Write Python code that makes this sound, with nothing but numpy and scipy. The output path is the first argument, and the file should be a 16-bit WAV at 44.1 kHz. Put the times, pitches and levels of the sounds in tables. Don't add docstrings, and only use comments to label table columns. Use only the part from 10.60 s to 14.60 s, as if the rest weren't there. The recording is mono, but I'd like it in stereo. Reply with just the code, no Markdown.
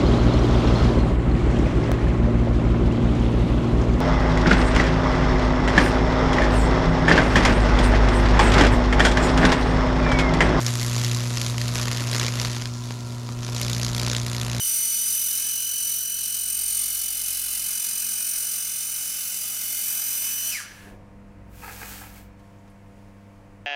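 import sys
import numpy as np
from scipy import signal
from scipy.fft import rfft, irfft
from scipy.io import wavfile

SR = 44100
rng = np.random.default_rng(int(sys.argv[2]) if len(sys.argv) > 2 else 0)


def generate_wav(sig):
    pcm = np.round(np.clip(np.atleast_2d(sig).T, -1, 1) * 32767).astype(np.int16)
    wavfile.write(sys.argv[1], SR, pcm)


N = 176400
TIME = np.arange(N) / SR
MAINS_HZ = 59.984
STRONG_AT_S, WEAK_AT_S, OUT_AT_S, TROUGH_AT_S = .0146, .0057, .0092, .0017
MAINS_PHASE = 2 * np.pi * MAINS_HZ * (TIME - TROUGH_AT_S)
STRONG_DB, WEAK_DB, SIZZLE_DB, FLARE_DB = -1, -.3, -18, -1.26
POP_DB, TICK_DB, FLOOR_DB = 2.5, -18.5, -42
CLICK_GAIN = np.sqrt(.004 * SR)


# (time [s], relative level [dB])
STRONG_VOLLEYS = [(0, -27.5), (.09, -32), (.15, -37), (.21, -27), (.53, -26), (.565, -30), (.7, -32),
                  (.8, -29.5), (.885, -26), (.92, -36), (1.13, -33), (1.19, -24), (1.232, -25.5),
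                  (1.248, -37), (1.3, -43), (1.33, -25), (1.42, -29.5), (1.45, -33.5), (1.5, -29.5),
                  (1.516, -23), (1.58, -24), (1.67, -26), (1.7, -37), (1.785, -33.5), (1.83, -28),
                  (1.865, -32), (1.94, -27.5), (1.99, -32), (2.06, -41), (2.6, -40.5), (2.82, -43.5),
                  (2.848, -32), (2.9, -32.5), (2.915, -43), (2.94, -27.5), (3.06, -26.5), (3.1, -24.5),
                  (3.15, -26.5), (3.27, -25), (3.31, -32.5), (3.35, -23.5), (3.565, -22), (3.6, -28),
                  (3.65, -33), (3.68, -28.5), (3.98, -27)]
WEAK_VOLLEYS = [(0.01, -32.5), (0.3, -32), (0.85, -32.5), (1.1, -33.5), (1.18, -31.5), (1.65, -31.5),
                (1.95, -34), (2.08, -41.5), (2.18, -39), (2.32, -38), (2.45, -42), (2.82, -43.5),
                (2.84, -37), (2.9, -44), (2.92, -36), (2.94, -36), (3.18, -37.5), (3.35, -40), (3.98, -43)]
# (time [s], boost [dB])
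SPIT_BOOST = [(0, 3), (.5, -0.5), (1.05, -1.5), (1.2, 0.5), (1.45, 3), (1.9, 2), (2.15, -4.5), (2.8, -3),
              (3.2, -2.5), (3.5, -2), (4, 1)]
FIZZ_BOOST = [(0, 7), (.25, 7), (.6, 1), (1.1, 3.5), (1.15, 2.5), (1.35, -2), (1.58, 4), (1.65, -5),
              (1.8, 1), (1.95, -1.5), (2.8, 1), (3.02, 0), (3.3, 0), (3.47, -3.5), (3.8, 4.5), (4, -.5)]
# (frequency [Hz], relative level [dB])
SPARK_SPECTRUM = [(60, -35), (200, 0.5), (400, -1), (600, -1), (800, -7), (1050, -1.5), (1600, -3.5),
                  (2100, -1.5), (3000, -2), (4000, .5), (5500, 0), (7000, -1), (8300, -11.5), (9600, -9),
                  (11500, -11.5), (13000, -17), (14000, -23.5), (16000, -50)]
def arc():
    strong = polarity(STRONG_VOLLEYS, STRONG_AT_S, flicker_db=0, wander_s=.00015, stretch=1, uneven_db=5)
    weak = polarity(WEAK_VOLLEYS, WEAK_AT_S, flicker_db=3.2, wander_s=.0002, stretch=1.15, uneven_db=10)
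    spiky_noise = rng.standard_normal(N) * rng.exponential(1, N)
    sizzle = from_db(at(WEAK_VOLLEYS, TIME) + SIZZLE_DB) * spiky_noise
    sparks = workshop(from_db(STRONG_DB) * strong + from_db(WEAK_DB) * weak + sizzle)
    sparks = shifting_path(sparks, at(SPIT_BOOST, TIME), at(FIZZ_BOOST, TIME), patchy_db=1.5)
    return coloured(sparks, SPARK_SPECTRUM)


# (time [s], base spread [s])
SPARK_SPREAD = [(0, 0.00092), (2.8, 0.00093), (3.35, .00065), (4, 0.00064)]
def polarity(levels, offset_s, flicker_db, wander_s, stretch, uneven_db):
    times = every_cycle(offset_s)
    wander, flicker = rng.standard_normal((len(times), 2)).T
    db = at(levels, times) + flicker_db * flicker
    return volleys(times + wander_s * wander, db, stretch * at(SPARK_SPREAD, times), uneven_db, count=40)


def volleys(times, db, spread_s, uneven_db, count):
    scatter = np.sqrt(6) * rng.triangular(-1, 0, 1, (len(times), count))
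    when = times[:, None] + spread_s[:, None] * scatter
    size = from_db(uneven_db * np.minimum(rng.standard_normal(when.shape), 2))
    size *= rng.choice([-1, 1], when.shape)
    size *= (from_db(db) * CLICK_GAIN / np.linalg.norm(size, axis=1))[:, None]
    inside = (when >= 0) & (when < N / SR)
    return np.bincount((when[inside] * SR).astype(int), size[inside], N)[:N]


# (frequency [Hz], share [0-1])
SPIT_BANDS = [(500, 0.5), (1100, 0.97), (1800, 0.97), (3600, 0)]
FIZZ_BANDS = [(6000, 0.012), (8500, 0.55)]
def shifting_path(sparks, spit_db, fizz_db, patchy_db):
    octaves = np.log2(np.maximum(np.arange(N // 2 + 1) * SR / N, 1))
    centres = np.arange(9, 14.1, .5)
    spectrum, shifted = rfft(sparks), 0
    for hz, selector in zip(2 ** centres, np.eye(len(centres))):
        band = irfft(spectrum * np.interp(octaves, centres, selector), N)
        db = spit_db * at(SPIT_BANDS, hz) + fizz_db * at(FIZZ_BANDS, hz) + patchy_db * drift(rate_hz=35)
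        shifted += band * from_db(db)
    return shifted


# (time [s], relative level [dB], spark spread [s], midrange spit [dB], top fizz [dB])
FLARE_CRACKS = [(0.0652, -15.5, .0008, -6, -8), (.0816, -24.5, 0.001, 0, -2),
                (.1312, -28.5, 0.00064, 2, -1), (0.198, -26, 0.00037, -3, -2),
                (0.2314, -27, 0.00073, -7, 3), (0.3643, -25.5, 0.00045, -5, -5),
                (.381, -24, 0.0011, -8, -12), (0.4474, -21.5, .0007, -6, -10), (.5148, -23, 0.001, -6, -5),
                (0.5484, -22.5, 0.00055, -13, -4), (0.7821, -26.5, 0.00049, -2, -3),
                (0.8154, -21.5, 0.00082, -3, 0), (.865, -24.5, 0.00065, 0, -6),
                (.8989, -25.5, 0.00044, -7, -6), (0.9818, -22.5, 0.00045, 0, -4),
                (1.0159, -22.5, 0.00072, 0, -1), (1.0813, -25, 0.0011, -15, 1),
                (1.1488, -29, 0.0011, 0, 11), (1.198, -30, 0.00031, 3, -6), (1.2823, -22.5, 0.00063, 4, 1),
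                (1.315, -22.5, 0.00064, 2, 0), (1.5486, -23.5, .001, -5, -4),
                (1.5982, -19.5, 0.00073, -5, -9), (1.6143, -25, 0.001, 7, -14),
                (1.6312, -22.5, 0.00087, 0, -14), (1.6651, -19.5, 0.00068, -3, -17),
                (1.6826, -19, 0.00066, -3.5, -13), (1.7992, -20, 0.00057, 1, -5),
                (1.8159, -22.5, 0.00069, 0, -1), (1.8495, -22.5, 0.00075, 2.5, -7),
                (2.0152, -33, 0.00066, 5, -6), (2.8316, -31, 0.00022, 2, -18), (2.8657, -36, 0.0005, 4, 0),
                (2.9652, -27.5, 0.0011, -2.5, 0), (3.015, -21.5, 0.00079, -5, 4),
                (3.0303, -25, 0.00041, -10, 2), (3.0986, -27.5, 0.00095, 5, 6),
                (3.1322, -18.5, 0.00044, -12, -5), (3.232, -22, .0009, -7, -11),
                (3.2481, -21.5, 0.0005, -18, -5), (3.3807, -26.5, 0.00058, 3, 0),
                (3.3973, -25, 0.00044, -1, 2), (3.4317, -28, 0.00046, -10, -7),
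                (3.5494, -28, 0.00046, 6, -6), (3.665, -26, 0.0011, -2, 3), (3.8145, -24.5, .0006, 0, -1)]
def flares():
    times, db, spread_s, spit_db, fizz_db = np.transpose(FLARE_CRACKS)
    sparks = workshop(volleys(times, db + FLARE_DB, spread_s, uneven_db=4.5, count=30))
    sparks = shifting_path(sparks, held(times, spit_db), held(times, fizz_db), patchy_db=2.06)
    return cut(coloured(sparks, SPARK_SPECTRUM), 640, "high", order=2)


# (time [s], relative level [dB], added snap [dB], added knock [dB])
STEAM_BURSTS = [(0.9439, -36.5, -5, -3), (1.2783, -40, -8, 3), (1.413, -40, -12, 2), (1.857, -32, 4, -10),
                (1.967, -34.5, -2, -7), (2.0568, -38.5, 9, -14), (2.3079, -33, -4, -5.5),
                (2.6902, -42, 4, 5.5), (2.8894, -36.5, -3, 0.5), (3.4759, -29.5, -12, -4)]
# (frequency [Hz], relative level [dB])
POP_SPECTRUM = [(100, 2), (500, 7), (1200, 8.5), (2200, 4.5), (3200, -0.5), (6500, -19), (16000, -35)]
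SNAP_SPECTRUM = [(500, -27), (1500, -6), (3000, -4), (5000, -2.5), (6500, -13), (9000, -17), (16000, -37)]
KNOCK_SPECTRUM = [(40, -24), (130, 9), (400, 7), (700, -3), (1200, 14), (2500, -41), (16000, -83)]
def steam_pops():
    times, db, snap_db, knock_db = np.transpose(STEAM_BURSTS)
    bursts = workshop(np.bincount((times * SR).astype(int), from_db(db + POP_DB) * CLICK_GAIN, N))
    snap = coloured(bursts * from_db(held(times, snap_db)), SNAP_SPECTRUM)
    knock = coloured(bursts * from_db(held(times, knock_db)), KNOCK_SPECTRUM)
    return coloured(bursts, POP_SPECTRUM) + snap + knock


# (frequency [Hz], relative level [dB])
TICK_SPECTRUM = [(100, -8), (350, -4), (600, -1.5), (800, -9), (1150, -7.5), (2000, -12.5), (4000, -23),
                 (16000, -78)]
def ticks(wander_s, flicker_db, throb_share):
    times = every_cycle(OUT_AT_S)
    wander, flicker = rng.standard_normal((len(times), 2)).T
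    db = TICK_DB + throb_share * at(FLAME_LEVEL, times) + flicker_db * flicker
    samples = np.clip((times + wander_s * wander) * SR, 0, N - 1).astype(int)
    return coloured(workshop(np.bincount(samples, from_db(db) * CLICK_GAIN, N)), TICK_SPECTRUM)


# (time [s], level [dB])
FLAME_LEVEL = [(0, -45.5), (.9, -43.5), (1.2, -37.5), (1.37, -46), (1.6, -49), (1.88, -38), (2.1, -91),
               (2.8, -58), (3.05, -39.5), (3.45, -37), (3.7, -43.5), (3.85, -39), (4, -39)]
def flame_throb():
    fundamental = np.sin(MAINS_PHASE + drift(rate_hz=7.8))
    third = from_db(-4) * np.sin(3 * MAINS_PHASE + drift(rate_hz=13.6))
    return np.sqrt(2) * from_db(at(FLAME_LEVEL, TIME)) * (fundamental + third)


# (time [s], relative level [dB])
LOAD_LEVEL = [(0.0, -29), (0.03, -26), (0.51, -25.5), (0.93, -28), (0.97, -27), (1.25, -29), (1.61, -26.5),
              (1.7, -29), (1.79, -27.5), (1.99, -32), (2.57, -33.5), (3.17, -27.5), (3.59, -28.5),
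              (3.7, -30), (3.97, -28), (4.0, -27)]
# (harmonic [x mains], relative level [dB])
LOAD_HARMONICS = [(2, 1.5), (4, -16.5), (6, -24)]
BUZZ_HARMONICS = [(3, -64), (4, -46), (5, -58), (6, -57), (7, -60.5), (8, -91), (9, -62), (10, -58.5),
                  (11, -62), (12, -60.5), (16, -57), (17, -57), (21, -64), (22, -62.5), (23, -58.5)]
def transformer(waver_db, buzz_waver):
    load = from_db(at(LOAD_LEVEL, TIME) + waver_db * drift(rate_hz=19.5))
    hum = load * sum(from_db(db) * np.cos(k * MAINS_PHASE) for k, db in LOAD_HARMONICS)
    buzz = 0
    for k, db in BUZZ_HARMONICS:
        waver = buzz_waver * drift(rate_hz=1.64) * np.sin(k * MAINS_PHASE)
        buzz += from_db(db) * (np.cos(k * MAINS_PHASE) + waver)
    return -np.sqrt(2) * (hum + buzz)


# (frequency [Hz], relative level [dB])
ROOM_TONE_SPECTRUM = [(20, -20), (31, 2), (39, 8), (49, -11), (80, 0), (130, -6), (200, -6), (300, -13.5),
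                      (450, -15.5), (800, -20), (1050, -14), (1700, -23.5), (4000, -30), (8000, -30),
                      (16000, -46)]
def room_tone(side_db):
    mid, side = (coloured(rng.standard_normal(N), ROOM_TONE_SPECTRUM) for _ in range(2))
    side = from_db(side_db) * cut(side, 590, "high", order=1)
    return from_db(FLOOR_DB) * (mid + side * [[1], [-1]])


def workshop(clicks, room_db=-9, scatter_db=-8, pan_db=.79, left_lag_s=.00001):
    tail, side = (from_db(room_db) * diffuse(clicks, t60_s=.16, gap_s=.0003) for _ in range(2))
    scatter = cut(diffuse(clicks, t60_s=.0005, gap_s=0), 7700, "high", order=2)
    side = cut(side, 795, "high", order=1) + from_db(scatter_db) * scatter
    left, right = clicks + tail + side * [[1], [-1]]
    lag = np.exp(-2j * np.pi * np.arange(N // 2 + 1) * SR / N * left_lag_s)
    return np.array([irfft(rfft(left) * lag, N), right]) * from_db([[-pan_db], [pan_db]])


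def diffuse(x, t60_s, gap_s):
    t = TIME[:SR // 2]
    decay = from_db(-60 * t / t60_s) ** 2 * (t >= gap_s)
    power = signal.fftconvolve(x ** 2, decay / decay.sum())[:N]
    return np.sqrt(np.maximum(power, 0)) * rng.standard_normal(N)


def coloured(x, spectrum, size=4096):
    hz, db = np.transpose(spectrum)
    grid_hz = np.maximum(np.arange(size // 2 + 1) * SR / size, 1)
    gain = from_db(np.interp(np.log(grid_hz), np.log(hz), db))
    cepstrum = irfft(np.log(gain))
    cepstrum[1:size // 2] *= 2
    cepstrum[size // 2 + 1:] = 0
    response = irfft(np.exp(rfft(cepstrum)))
    response /= np.linalg.norm(response)
    return signal.oaconvolve(np.atleast_2d(x), response[None], axes=1)[:, :N]


def cut(x, hz, kind, order):
    return signal.sosfilt(signal.butter(order, hz, kind, fs=SR, output="sos"), x + 1e-18)


def drift(rate_hz, knot_hz=200):
    knots = rng.standard_normal(int(N / SR * knot_hz) + 400)
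    pole = np.exp(-2 * np.pi * rate_hz / knot_hz)
    slow = signal.lfilter([1], [1, -2 * pole, pole * pole], knots)[398:]
    return np.interp(TIME * knot_hz, np.arange(len(slow)), slow / slow.std())


def every_cycle(offset_s):
    return np.arange(offset_s, N / SR, 1 / MAINS_HZ)


def held(times, values, lead_s=.004):
    return values[np.maximum(np.searchsorted(times - lead_s, TIME) - 1, 0)]


def at(curve, points):
    return np.interp(points, *np.transpose(curve))


def from_db(db):
    return 10 ** (np.asarray(db) / 20)


def scene():
    board = arc() + flares() + ticks(wander_s=.00017, flicker_db=2.5, throb_share=.49) + steam_pops()
    return board + transformer(waver_db=1, buzz_waver=.38) + flame_throb() + room_tone(side_db=-4)


def record(dry):
    peak_limit, cutoff_hz = .5, 15900
    rounded = peak_limit * np.tanh(cut(dry, 34, "high", order=1) / peak_limit)
    return signal.sosfilt(signal.ellip(10, .2, 80, cutoff_hz, fs=SR, output="sos"), rounded)


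dry = scene()
out = record(dry)
generate_wav(out)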